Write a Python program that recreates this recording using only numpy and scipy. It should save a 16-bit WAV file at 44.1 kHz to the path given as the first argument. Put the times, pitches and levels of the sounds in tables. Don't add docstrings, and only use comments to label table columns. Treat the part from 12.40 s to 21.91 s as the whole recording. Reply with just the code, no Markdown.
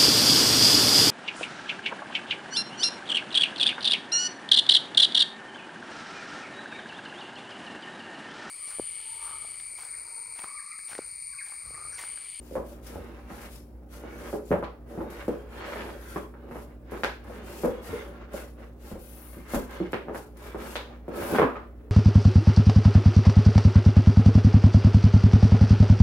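import sys
import numpy as np
from scipy import signal
from scipy.fft import rfft, irfft
from scipy.io import wavfile
from scipy.ndimage import uniform_filter1d

SR = 44100
rng = np.random.default_rng(int(sys.argv[2]) if len(sys.argv) > 2 else 0)


def store_pcm(level_fs):
    pcm = np.round(np.clip(level_fs, -1, 1) * 32767).astype(np.int16)
    wavfile.write(sys.argv[1], SR, np.atleast_2d(pcm).T)


N = 419391
HZ = np.fft.rfftfreq(N, 1 / SR)
TIME_S = np.arange(N) / SR

# frequency in Hz, relative level in dB.
HISS_SPECTRUM = [(1500, -1.5), (3500, -2), (5500, 1.5), (8000, 0.5), (11000, 5), (13000, 3), (16000, -4.5)]


def knocks(size=8192):
    # start in seconds, peak before the room in dB, contact time in ms, bass lift in dB,
    # panel pitch in Hz, panel lift in dB.
    blows = [ (.110, -31.5, 0.96, 6, 533, 13), (.153, -22.5, 0.52, -16, 536, 17),
             (.165, -24, 0.83, 8.5, 584, 8), (0.168, -28, 0.76, -6, 1060, 14),
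             (.556, -29, 0.99, -2, 550, 2), (.902, -33.5, 0.33, 15, 1310, 6),
             (1.636, -31, 0.94, -19, 407, 0), (1.928, -25, 0.55, -9, 560, 12),
             (1.935, -20.5, 1.03, -4, 383, 7), (2.106, -16, 1.4, 7, 413, 7),
             (2.114, -14.5, 0.43, -1, 570, 10), (2.126, -17, 0.52, -6, 174, 13),
             (2.143, -24, 0.39, -5, 583, 16), (2.226, -21.5, 0.49, 2.5, 1140, 7),
             (2.238, -31.5, 0.13, -10, 4330, 3), (2.575, -25.5, 0.78, 9, 356, 3),
             (2.605, -24.5, 0.92, -9, 555, -5), (2.880, -15, 1.5, -8.5, 410, 3),
             (3.759, -23.5, 0.37, 5, 370, 11), (3.76, -31, 0.34, 5, 1120, 30),
             (3.939, -38, 0.37, -17, 1450, 6), (4.110, -32.5, 0.35, 10, 383, -9),
             (4.156, -29.5, 0.49, 6, 350, -1), (4.519, -27.5, 0.42, 9, 400, 12.5),
             (4.535, -29.5, 0.33, 2, 350, 7), (4.634, -13, 0.095, -6.5, 1590, 5.5),
             (4.896, -33.5, 0.93, -9, 390, -6), (5.234, -20, 0.82, -8, 397, 7),
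             (5.239, -21.5, 0.84, -2, 236, 13), (5.246, -15, 0.49, 1, 513, 17.5),
             (5.283, -33, 0.82, 16, 500, -6), (5.490, -31.5, 0.82, 6, 240, 5),
             (5.527, -26, 0.65, 9, 458, 15), (5.939, -26, 0.71, 5, 552, 13.5),
             (6.514, -29.5, 0.8, 15, 200, -0.5), (6.554, -34, 0.78, -1, 523, 12),
             (6.967, -33, 1.55, 10, 330, 5), (7.135, -20, 0.6, 3, 490, 2), (7.144, -20.5, 0.52, 5, 267, 10),
             (7.163, -20.5, 1.57, -5.5, 335, -6), (7.401, -23, 0.73, -3, 344, 19),
             (7.401, -35, 2.2, 0, 180, 23), (7.531, -18, 0.19, 1, 380, 11),
             (7.683, -24.5, 0.66, -2, 340, -4), (7.746, -24.5, 0.35, -5, 564, -2),
             (8.145, -26.5, 0.49, 0, 400, 10), (8.355, -17.5, 0.083, -12, 3730, 7.5),
             (8.680, -24, 1.45, -11.5, 346, -3), (8.923, -17.5, 2.1, -11, 347, 2),
             (8.947, -16.5, 0.55, -2, 483, -3), (8.984, -9, 0.36, -18, 435, 7.5),
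             (8.990, -18, 0.41, 6, 348, 10), (9.017, -9, 0.34, -1, 1080, 13),
             (9.023, -16, 0.38, 5.5, 1010, -3), (9.033, -21.5, 0.35, 1, 265, 16.5),
             (9.156, -25, 0.25, -6, 1200, 13)]
    # frequency in Hz, relative level in dB.
    blow_spectrum = [(30, -17), (80, -2), (150, -6), (300, 1.5), (550, 2), (720, -3), (1500, -1),
                     (2500, -6), (4200, -10), (6000, -13.5), (8000, -14), (16000, -7)]
    hz = np.fft.rfftfreq(size, 1 / SR)
    body_db = read(blow_spectrum, hz) + box_db(hz)
    out = np.zeros((2, N))
    for start_s, peak_db, contact_ms, weight_db, panel_hz, ring_db in blows:
        contact_db = -10 * np.log10(1 + (hz * contact_ms * 1.9e-3) ** 4.6)
        bass_db = weight_db / (1 + (hz / 240) ** 4)
        panel_db = ring_db * resonance(hz, panel_hz, 0.29 * panel_hz)
        blow = bending_pulse(body_db + np.maximum(contact_db, -38) + bass_db + panel_db, size)
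        blow *= amp(peak_db) / abs(blow).max()
        room = workshop(wet_db=1.5, build_s=0.0012)
        add(out, start_s, signal.fftconvolve(blow[None], room, axes=1))
    return out


def box_db(hz):
    # centre in Hz, width in Hz, lift in dB.
    modes = [(194.6, 57, 5), (236, 36, 4.5), (349.4, 17, 1), (422, 8.5, 9), (480.3, 8.3, 6), (576, 43, 3),
             (804, 140, 4.5), (999, 9.5, 7.5), (1140, 14, -3.5), (1346, 13, 5), (1653, 33, 3)]
    return sum(db * resonance(hz, centre_hz, width_hz) for centre_hz, width_hz, db in modes)


def bending_pulse(spectrum_db, size, delay_at_500hz_s=0.001798):
    hz = np.fft.rfftfreq(size, 1 / SR)
    cepstrum = irfft(np.log(amp(spectrum_db)))
    cepstrum[1:size // 2] *= 2
    cepstrum[size // 2 + 1:] = 0
    lag_rad = 4 * np.pi * delay_at_500hz_s * np.sqrt(500 * hz)
    fade = signal.windows.hann(2 * size)[size:]
    return irfft(np.exp(rfft(cepstrum) - 1j * lag_rad)) * fade


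def tray_pushes():
    # start in seconds, length in seconds, swell in dB, panel rub in dB, edge scrape in dB.
    pushes = [(0, 0.37, 14, -56, -69), (0.45, 0.37, -3.5, -49.5, -56), (0.865, 0.19, 3.5, -46.5, -52),
              (1.517, 0.38, 10, -47, -52.5), (2.472, 0.2, 9, -42.5, -59.5), (2.693, .13, 1.5, -46, -46.5),
              (2.88, .2, -6, -48, -56), (3.112, 0.3, 6.5, -42.5, -43.5), (3.374, 0.17, 2, -41.5, -49),
              (3.526, 0.25, 13, -53, -53), (3.94, 0.25, 14, -48.5, -61), (4.27, 0.056, 2, -52, -63),
              (4.438, 0.14, 17, -50, -55), (4.84, 1, -3.5, -47, -52.5), (5.423, 0.18, 10.5, -51.5, -46.5),
              (5.648, 0.032, -1, -48, -71), (5.915, 0.12, -1, -46, -49), (6.19, 0.097, -10, -50, -56.5),
              (6.404, 0.14, 8, -51.5, -58.5), (6.61, 0.395, 15, -63, -61.5),
              (7.069, 0.093, 6, -44.5, -45.5), (7.309, 0.2, -13, -47, -46), (7.68, 0.11, -9, -40, -58.5),
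              (7.973, 0.12, 7, -46.5, -49.5), (8.18, .15, -1.5, -42, -45.5), (8.466, 0.059, 3.5, -47, -53),
              (8.705, 0.21, 7.5, -34, -43.5), (8.929, 0.044, 6, -36, -32.5), (9.145, 0.11, -10, -48, -56),
              (9.396, 0.063, -6, -62, -71)]
    # frequency in Hz, relative level in dB.
    rub_spectrum = [(30, -32), (80, -3), (130, -10), (220, -4.5), (350, 1), (550, -1), (720, -8.5),
                    (1200, -14), (2000, -27.5), (5000, -70)]
    scrape_spectrum = [(300, -41), (800, -2.5), (1500, -1), (2200, -7), (3200, -12), (4500, -18),
                       (7000, -23.5), (16000, -64)]
    shape = dict(rise_s=0.017, arch_db=1.8, fall_db_per_s=169)
    panel_gain = strokes([(*push, db) for *push, db, _ in pushes], **shape, rest_db=-58)
    edge_gain = strokes([(*push, db) for *push, _, db in pushes], **shape, rest_db=-74)
    rub = friction(read(rub_spectrum, HZ) + box_db(HZ), slips_per_s=220, spread_db=2.5,
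                   grit=0.68, judder_db=1.0, judder_s=0.011, ripple_db=7)
    scrape = friction(read(scrape_spectrum, HZ) + 0.46 * box_db(HZ), slips_per_s=400, spread_db=6.0,
                      grit=0.75, judder_db=0.74, judder_s=0.031, ripple_db=6.5)
    return panel_gain * rub + edge_gain * scrape


def hand_glides():
    # start in seconds, length in seconds, swell in dB, level in dB.
    glides = [(0, .17, 8, -56), (.25, 0.078, 2.5, -55), (.44, 0.15, -7, -52), (.6, 0.33, -6, -66),
              (.89, 0.17, 7, -52), (1.1, 0.058, 4.5, -50.5), (1.5, 0.065, 8.5, -52.5),
              (1.68, 0.25, 15, -53), (2.06, 0.072, 2, -54), (2.48, 0.15, -1, -59.5), (2.71, 0.32, -13, -58),
              (3.08, 0.11, 9, -59.5), (3.26, 0.3, -5, -52), (3.58, 0.19, 8.5, -51), (4.11, .12, 1, -56.5),
              (4.525, 0.19, -1, -55.5), (4.87, 0.1, 1, -57.5), (5.04, .21, 8.5, -47),
              (5.44, 0.25, -16, -51.5), (5.945, 0.081, -7.5, -45.5), (6.18, 0.092, 3, -66),
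              (6.39, 0.13, 12, -54.5), (6.6, 0.44, -6.5, -56), (7.07, 0.083, 18, -45), (7.3, 0.057, 6, -55),
              (7.525, .02, -11, -54), (7.755, 0.046, -5, -47), (7.98, 0.096, 7, -52.5),
              (8.18, .15, 5.5, -47), (8.75, 0.22, 3.5, -43)]
    brushes = [(6.6, 0.35, -1, -49.5), (8.75, 0.18, 12, -48)]
    # frequency in Hz, relative level in dB.
    palm_spectrum = [(3000, -36), (8300, -17), (9400, 2), (12000, 2), (16000, -3)]
    shape = dict(rise_s=0.011, arch_db=1.2, fall_db_per_s=154)
    hiss = friction(read(HISS_SPECTRUM, HZ), slips_per_s=760, spread_db=2.0,
                    grit=1.0, judder_db=1.0, judder_s=0.024, ripple_db=5.5)
    palm = friction(read(palm_spectrum, HZ), slips_per_s=3300, spread_db=11,
                    grit=0.4, judder_db=1.0, judder_s=0.015, ripple_db=3)
    return strokes(glides, **shape, rest_db=-74) * hiss + strokes(brushes, **shape) * palm


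def strokes(rows, rise_s, arch_db, fall_db_per_s, rest_db=-120):
    t = TIME_S[::SR // 1000]
    power = amp(rest_db) ** 2
    for start_s, length_s, swell_db, level_db in rows:
        progress = np.clip((t - start_s) / length_s, 0, 1)
        pressure_db = swell_db * (progress - 0.5) + arch_db * (np.sin(np.pi * progress) - 2 / np.pi)
        ease_in = 0.5 + 0.5 * np.tanh(0.5 * (t - start_s) / rise_s)
        fall_db = fall_db_per_s * np.maximum(t - start_s - length_s, 0)
        power += (ease_in * amp(level_db + pressure_db - fall_db)) ** 2
    return np.interp(TIME_S, t, np.sqrt(power))


def friction(spectrum_db, slips_per_s, spread_db, grit, judder_db, judder_s, ripple_db):
    sizes = amp(spread_db * np.minimum(rng.exponential(1, N), 4)) * rng.choice([-1, 1], N)
    slips = sizes * (rng.random(N) < slips_per_s / SR)
    slips = signal.oaconvolve(slips[None], workshop(wet_db=1, build_s=0.0028), axes=1)[:, :N]
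    rub = unit(roaming_contact(mic_pair(rng.standard_normal((2, N))), ripple_db))
    catch = unit(irfft(rfft(rng.standard_normal(N)) / (1 + (HZ * judder_s) ** 2), N))
    stroke = (rub + grit * unit(slips)) * amp(judder_db * catch)
    return unit(colour(stroke, spectrum_db))


def roaming_contact(x, ripple_db, size=1024):
    hz, _, frames = signal.stft(x, SR, nperseg=size)
    patches = uniform_filter1d(rng.standard_normal(frames.shape[1:]), size=18, axis=1)
    patches = unit(uniform_filter1d(patches, size=2, axis=0))
    lift_db = ripple_db * patches * (hz / (hz + 400))[:, None]
    return signal.istft(frames * amp(lift_db), SR, nperseg=size)[1][:, :N]


def scuffs(size=8192, tail_db=-13, tail_s=0.067):
    # start in seconds, level in dB, decay in seconds, squeak pitch in Hz, squeak lift in dB.
    catches = [(0.467, -45, 0.02, 5400, 11), (1.016, -49, 0.013, 11000, 2), (2.702, -51.5, 0.028, 7000, 4),
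               (2.880, -48.5, .008, 10830, 0), (4.511, -52.5, 0.038, 10560, 2),
               (4.841, -60.5, 0.019, 11100, 2), (5.453, -50, 0.019, 10900, 19),
               (5.934, -46.5, 0.018, 7140, 13), (7.146, -34.5, 0.0073, 6900, 10),
               (2.054, -58, .04, 7200, 17), (2.226, -60, .012, 9400, 9), (7.309, -49, .006, 11100, -2),
               (7.521, -43.5, 0.0023, 14200, -1), (7.748, -47, 0.0074, 11100, 14),
               (7.97, -51, 0.0096, 11300, 5), (8.681, -62, 0.025, 10500, 2),
               (8.946, -48, 0.0033, 11000, -7)]
    hz = np.fft.rfftfreq(size, 1 / SR)
    t = np.arange(size) / SR
    out = np.zeros((2, N))
    for start_s, level_db, decay_s, squeak_hz, squeak_db in catches:
        spectrum_db = read(HISS_SPECTRUM, hz) + squeak_db * resonance(hz, squeak_hz, width_hz=900)
        burst = unit(irfft(rfft(rng.standard_normal((2, size))) * amp(spectrum_db)))
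        envelope = np.exp(-t / decay_s) + amp(tail_db) * np.exp(-t / tail_s)
        add(out, start_s, amp(level_db) * burst * envelope)
    return out


def bench_thumps(t60_s=0.31, rise_s=0.008):
    # start in seconds, peak in dB, bench mode in Hz.
    landings = [(.55, -38, 82.3), (2.115, -35, 83.3), (5.25, -41, 45.6), (5.492, -37, 85.5),
                (6.53, -42, 42.8), (7.149, -31, 44)]
    t = np.arange(SR // 2) / SR
    envelope = amp(-60 * t / t60_s) * (1 - np.exp(-t / rise_s))
    out = np.zeros((2, N))
    for start_s, peak_db, mode_hz in landings:
        swing = np.sin(2 * np.pi * mode_hz * t) * envelope
        add(out, start_s, amp(peak_db) * swing[None] / abs(swing).max())
    return out


def workshop(wet_db, build_s, shade_hz=2200, size=22016):
    # frequency in Hz, T60 in seconds.
    reverb_times = [(60, 0.085), (250, 0.37), (600, 0.35), (2000, 0.34), (5000, 0.37), (15000, 0.12)]
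    # delay in seconds, gain.
    echoes = [(.0057, 0.46), (0.012, 0.64), (0.0207, 0.16)]
    t = np.arange(size) / SR
    hz, frame_s, frames = signal.stft(rng.standard_normal((2, size)), SR, nperseg=256)
    decay = amp(-60 * frame_s / read(reverb_times, hz)[:, None])
    tail = signal.istft(frames * decay, SR, nperseg=256)[1][:, :size]
    tail = mic_pair(tail * (1 - np.exp(-t / build_s)))
    response = amp(wet_db) * tail / np.linalg.norm(tail[0])
    direct = np.exp(-2 * np.pi * shade_hz * t)
    response += np.array([direct, np.roll(direct, 4)]) / direct.sum()
    for delay_s, gain in echoes:
        delay_samples = delay_s * SR * rng.uniform(0.96, 1.04) + rng.uniform(-6, 6, 2)
        response[[0, 1], delay_samples.astype(int)] += gain
    return response


def mains_hum(waver=0.054):
    # frequency in Hz, rms level in dB.
    harmonics = [(60, -47.5), (120, -64.5), (180, -70.5), (240, -56.5), (300, -60), (360, -68), (540, -67)]
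    hum = np.zeros(N)
    for hz, level_db in harmonics:
        drift = unit(irfft(rfft(rng.standard_normal(N)) * np.exp(-HZ / 2), N))
        tone = np.sqrt(2) * np.sin(2 * np.pi * (hz * TIME_S + rng.random()))
        hum += amp(level_db) * (1 + waver * drift) * tone
    return hum


def room_air(level_db=-52):
    # frequency in Hz, relative level in dB.
    air_spectrum = [(20, -38), (35, -29), (50, 16), (75, 4.5), (130, 3.5), (250, -2), (450, -2), (700, -10),
                    (1500, -46), (3000, -48), (8000, -62), (11000, -55), (16000, -25)]
    noise = mic_pair(rng.standard_normal((2, N)))
    return amp(level_db) * unit(colour(noise, read(air_spectrum, HZ)))


def mic_pair(noises):
    # frequency in Hz, left-right correlation.
    correlations = [(60, 0.96), (130, 0.98), (290, 0.71), (640, 0.57), (1400, 0.18), (3000, 0.017),
                    (6000, 0.04)]
    left, other = rfft(noises)
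    alike = read(correlations, np.linspace(0, SR / 2, len(left)))
    right = alike * left + np.sqrt(1 - alike ** 2) * other
    return irfft(np.array([left, right]), noises.shape[1])


def amp(db):
    return 10 ** (np.asarray(db) / 20)


def unit(x):
    return x / np.sqrt(np.mean(x ** 2) + 1e-20)


def read(points, hz):
    points_hz, values = np.transpose(points)
    return np.interp(np.log(hz + 1), np.log(points_hz + 1), values)


def colour(x, db):
    return irfft(rfft(x) * amp(db), N)


def resonance(hz, centre_hz, width_hz):
    return 1 / (1 + (2 * (hz - centre_hz) / width_hz) ** 2)


def add(mix, start_s, sound):
    part = mix[:, round(start_s * SR):][:, :sound.shape[1]]
    part += sound[:, :part.shape[1]]


def scene():
    background = mains_hum() + room_air()
    return background + tray_pushes() + hand_glides() + scuffs() + knocks() + bench_thumps()


def record(dry, bass_lag_rad=0.2, cutoff_hz=15900):
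    # frequency in Hz, gain in dB.
    right_response = [(60, 0.54), (700, 0.07), (1300, 0.5), (2600, 2.5), (4400, -4.5), (6300, -13.5),
                      (8300, -24.5), (11000, -14), (15000, -3)]
    lag_rad = bass_lag_rad / (1 + (HZ / 220) ** 2)
    right = irfft(rfft(dry[1]) * amp(read(right_response, HZ)) * np.exp(-1j * lag_rad), N)
    lowpass = signal.firwin(511, cutoff_hz, window=("kaiser", 9), fs=SR)
    return signal.oaconvolve(np.array([dry[0], right]), lowpass[None], "same")


dry = scene()
out = record(dry)
store_pcm(out)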